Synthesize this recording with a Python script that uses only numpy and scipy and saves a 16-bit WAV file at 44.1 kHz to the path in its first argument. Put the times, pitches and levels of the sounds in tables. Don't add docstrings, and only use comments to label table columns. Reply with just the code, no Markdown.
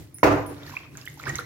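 import sys
import numpy as np
from scipy import signal
from scipy.fft import rfft, irfft, next_fast_len
from scipy.io import wavfile
from scipy.ndimage import map_coordinates

SR = 44100
rng = np.random.default_rng(int(sys.argv[2]) if len(sys.argv) > 2 else 0)


def pcm_store(signal):
    levels = np.round(np.clip(np.atleast_2d(signal), -1, 1) * 32767)
    wavfile.write(sys.argv[1], SR, levels.astype(np.int16).T)


def volts(x):
    e = np.asarray(x, float) / 20
    return 10 ** e


N = 63945

# frequency in Hz, relative level in dB, t60 in seconds.
BOOM_MODES = [(59.7, -11.5, 0.66), (96.7, -15.5, 1), (140.9, -12, 0.68), (289.3, -2, 0.74),
              (334.4, 2, 0.22), (392.5, 1, 0.29), (499, -2, 0.3), (570.6, 3, 0.16), (632.8, -2, 0.45),
              (1001, -9.5, 0.53), (1200, -5, 0.39)]
# frequency in Hz, relative level in dB.
WASH_COLOUR = [(50, -47), (100, -6.5), (200, -24.5), (300, -7), (1050, -11.5), (2600, -22.5), (3300, -33.5),
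               (6500, -36), (8000, -45.5), (15000, -42)]
# start in seconds, level in dB before placing in the room.
CLINKS = [(0.1434, -42.5), (.463, -45)]
# frequency in Hz, relative level in dB, t60 in seconds.
GLASS_MODES = [(5300, -18, 0.13), (9750, 2, 0.057), (10200, 0, 0.052), (14300, 5, 0.017)]
# start in seconds, peak level in dB before placing, starting pitch in Hz,
# life in cycles of that pitch, pitch rise as a fraction.
BUBBLES = [(.185, -45, 1815, 2.5, .05), (.195, -55, 1750, 13, 0.42), (0.633, -43.5, 3570, 14.4, 0.056),
           (0.665, -41, 4280, 12, 0.057), (0.676, -44, 1695, 17, 0.11), (0.696, -39, 1060, 2, 0.074),
           (0.737, -41.5, 991, 14.6, 0.045), (0.766, -27.5, 2056, 20, 0.45), (0.953, -46, 1465, 7.5, 0.11),
           (0.972, -52, 1200, 13.5, 0.053), (1.044, -51.5, 1620, 15, 0.075),
           (1.065, -39.5, 2880, 8.6, 0.089), (1.081, -46, 3480, 22, .05), (1.075, -31, 1782, 7.8, 0.26),
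           (1.173, -49, 840, 7.9, 0.059), (1.198, -37, 1200, 5.6, 0.21), (1.218, -43, 2220, 5.8, .05),
           (1.272, -39.5, 372, 7.9, 0.046), (1.279, -34, 1168, 10.3, 0.091), (1.327, -41, 337, 8.9, 0.031),
           (1.238, -33.5, 2040, 5.7, 0.094), (1.267, -30.5, 1127, 16.7, 1), (1.295, -29, 1848, 29, 0.06),
           (1.351, -35.5, 1775, 23, 0.4), (1.385, -30, 3900, 7.5, .05), (1.389, -26.5, 1150, 9.1, 0.44),
           (1.388, -41.5, 460, 9, 0.1)]
# start in seconds, peak level
# in dB before placing, pitch in Hz.
TICKS = [(.185, -44, 6460), (0.194, -49, 6540), (0.972, -33, 6640), (1.014, -40, 5000), (1.055, -42, 7600),
         (1.056, -37, 12800), (1.082, -40.5, 12600), (1.1, -46.5, 6750), (1.142, -44.5, 9850),
         (1.209, -46, 13600), (1.233, -42, 7200), (1.274, -42, 11500), (1.284, -37, 7900),
         (1.294, -28.5, 6730), (1.356, -23.5, 6180), (1.396, -39, 11400)]
# time in seconds, then relative levels in dB of the slosh,
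# the fizz and the surge against the walls.
STIRRING = [(0, -62.5, -54, -39), (0.078, -70, -64, -48), (0.188, -69, -85, -45.5), (.33, -96, -53, -53),
            (.42, -66, -55.5, -50), (.6, -53, -63.5, -45.5), (0.678, -51, -49, -43),
            (0.781, -49.5, -55, -46.5), (0.901, -64.5, -74, -49), (0.981, -51.5, -58, -46),
            (1.07, -63.5, -54, -48.5), (1.154, -75, -58, -48), (1.199, -55.5, -48, -51.5),
            (1.284, -38.5, -75, -35), (1.33, -47, -55, -37), (1.399, -44, -44.5, -44),
            (1.45, -54, -73, -43.5)]
# frequency in Hz, relative level in dB.
SLOSH_COLOUR = [(250, -27), (450, -6.5), (2240, -8), (2750, -16.5), (6000, -17), (7800, -53)]
FIZZ_COLOUR = [(3000, -4.5), (7400, -7.5), (8200, -36), (12200, -5), (16000, -17.5)]
SURGE_COLOUR = [(30, -23), (64, -7.5), (140, 1), (190, -18.5), (286, -7.5), (447, -21), (1500, -41)]
# frequency in Hz, t60 in seconds.
KITCHEN_DECAY = [(100, 0.73), (500, 0.62), (8000, 0.37), (15000, 0.28)]
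# frequency in Hz, left-right correlation (1 = same).
PORT_LIKENESS = [(60, 0.83), (200, 0.98), (500, 0.49), (1500, 0.031)]


def knock():
    start_s = 0.2305
    bark_hz, bark_t60_s = 994, 0.023
    boom_db, wash_db = -15, -14
    t = np.arange(N) / SR
    bark = volts(-60 * t / bark_t60_s) * np.sin(2 * np.pi * bark_hz * t)
    bark = bark * (1 - np.exp(-t / 0.00056))
    boom = volts(boom_db) * ring(BOOM_MODES, swell_s=0.009, waver_db=2, waver_per_s=60)

    wash = tail(WASH_COLOUR)[:, :SR] * volts(1.56 * wobble(68.8)[:SR])
    first_50_ms = wash[:, :SR // 20]
    wash = volts(wash_db) * wash / np.sqrt(np.mean(first_50_ms ** 2))
    wash = wash * (1 - np.exp(-t[:SR] / 0.001))
    return near(placed(start_s, bark + boom)) + placed(start_s, wash)


def bangles():
    tick_db, tick_t60_s, room_db = 5.5, 0.0056, 2
    t = np.arange(N) / SR
    dry = np.zeros(N)
    for start_s, db in CLINKS:
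        glass = ring(GLASS_MODES, swell_s=0.00047, waver_db=5.0, waver_per_s=910)
        bright_noise = np.diff(rng.standard_normal(N + 2), 2) / 3
        tick = volts(tick_db - 60 * t / tick_t60_s) * bright_noise
        dry = dry + placed(start_s, volts(db) * (glass + tick))
    return near(dry) + volts(room_db) * room(dry)


def splashes():
    tick_cycles, spray_decay_s = 8.6, 0.0048
    tub_echo_s, tub_echo_db = 0.0065, -14
    start_s, db, hz = np.transpose(TICKS)
    bubbles = pops(*np.transpose(BUBBLES))
    ticks = pops(start_s, db, hz, tick_cycles + 0 * start_s, 0 * start_s)

    t = np.arange(600) / SR
    spray = np.zeros(N)
    for tick_s, tick_db in zip(start_s, db):
        burst = rng.standard_normal(600) * np.exp(-t / spray_decay_s) / 3
        spray = spray + placed(tick_s, volts(tick_db) * burst)
    spray_band = signal.butter(2, [1200, 15000], "band", fs=SR, output="sos")
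    spray = signal.sosfilt(spray_band, spray)

    dry = bubbles + ticks + spray
    return dry + volts(tub_echo_db) * placed(tub_echo_s, dry)


def water():
    small_db, fine_db, room_db = -1.5, -5, -9.5
    time_s, *levels_db = np.transpose(STIRRING)
    t = np.arange(N) / SR
    slosh, fizz, surge = (volts(np.interp(t, time_s, level)) for level in levels_db)

    small = swarm(per_s=600, hz=1900, spread=0.42, cycles=5.4, size_db=5.5)
    fine = swarm(per_s=450, hz=8000, spread=0.67, cycles=2.3, size_db=3)
    grains = volts(small_db) * slosh * small + volts(fine_db) * fizz * fine + splashes()

    slosh_bed = slosh * volts(2.6 * wobble(60)) * rush(SLOSH_COLOUR)
    fizz_bed = fizz * volts(2.5 * wobble(90)) * rush(FIZZ_COLOUR)
    rumble = surge * volts(2.1 * wobble(11.61)) * rush(SURGE_COLOUR)
    return near(grains) + volts(room_db) * room(grains) + slosh_bed + fizz_bed + rumble


def pops(start_s, db, hz, cycles, rise):
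    t = np.arange(1400) / SR
    age = t * (hz / cycles)[:, None]
    phase = 2 * np.pi * cycles[:, None] * (age + rise[:, None] * age ** 2 / (1 + age))
    envelope = 9 * (1 - np.exp(-age / 0.18)) ** 2 * np.exp(-3.5 * age)
    rows = volts(db)[:, None] * envelope * np.sin(phase)
    at = np.round(start_s * SR).astype(int)[:, None] + np.arange(len(t))
    return np.bincount(at.ravel(), rows.ravel(), N + len(t))[:N]


def swarm(per_s, hz, spread, cycles, size_db):
    count = int(per_s * N / SR)
    place, size = rng.random((count, 2)).T
    pitch_draw, life_draw = rng.standard_normal((count, 2)).T
    pitch = np.clip(hz * np.exp(spread * pitch_draw), 1000, 15000)
    db = -size_db * np.log(size + 1 / 40)
    life = cycles * np.exp(0.69 * life_draw)
    return unit(pops(place * N / SR, db, pitch, life, 0.1 + 0 * pitch))


def ring(modes, swell_s, waver_db, waver_per_s):
    t = np.arange(N) / SR
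    total = np.zeros(N)
    for hz, db, t60_s in modes:
        level = volts(db + waver_db * wobble(waver_per_s) - 60 * t / t60_s)
        total = total + level * np.sin(2 * np.pi * (hz * t + rng.random()))
    return total * (1 - np.exp(-t / swell_s)) ** 2


def near(x):
    return np.array([volts(-2.5) * np.roll(x, 4), volts(2.5) * x])


def room(x):
    late = np.pad(x, (round(0.0048 * SR), 0))[None]
    return signal.fftconvolve(late, tail([(100, 0)]), axes=1)[:, :N]


def tail(spectrum):
    noise = paired(rng.standard_normal((2, SR)), spectrum)
    hz, t, bands = signal.stft(noise, SR, nperseg=256)
    decay = volts(-60 * t / along(KITCHEN_DECAY, hz)[:, None])
    h = signal.istft(bands * decay, SR, nperseg=256)[1]
    return h / np.linalg.norm(h[0])


def rush(spectrum):
    return unit(paired(rng.standard_normal((2, N)), spectrum))


def paired(pair, spectrum):
    n = pair.shape[1]
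    size = next_fast_len(n + 8192)
    hz = np.fft.rfftfreq(size, 1 / SR)
    angle = np.arccos(np.clip(along(PORT_LIKENESS, hz), -1, 1)) / 2
    coloured = rfft(pair, size) * volts(along(spectrum, hz))
    mid, side = irfft(coloured * [np.cos(angle), np.sin(angle)], size)[:, :n]
    return np.array([mid + side, mid - side])


def along(points, hz):
    f, v = np.transpose(points)
    return np.interp(np.log(hz + 1), np.log(f + 1), v)


def wobble(rate):
    knots = rng.standard_normal(int(N * rate / SR) + 4)
    return map_coordinates(knots, [np.arange(N) * rate / SR])


def placed(start_s, sound):
    other_axes = [(0, 0)] * (sound.ndim - 1)
    return np.pad(sound, other_axes + [(round(start_s * SR), N)])[..., :N]


def unit(x):
    return x / np.sqrt(np.mean(x ** 2) + 1e-20)


def scene():
    return knock() + bangles() + water()


def band_limit(x):
    return signal.sosfilt(signal.butter(12, 16680, fs=SR, output="sos"), x)


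def record(dry):
    treble_limit = signal.ellip(8, 0.5, 60, 15900, fs=SR, output="sos")
    bass_limit = signal.butter(2, 50.7, "high", fs=SR, output="sos")
    mix = signal.sosfilt(treble_limit, dry)
    mix = signal.sosfilt(bass_limit, mix)
    return band_limit(mix)


dry = scene()
out = record(dry)
pcm_store(out)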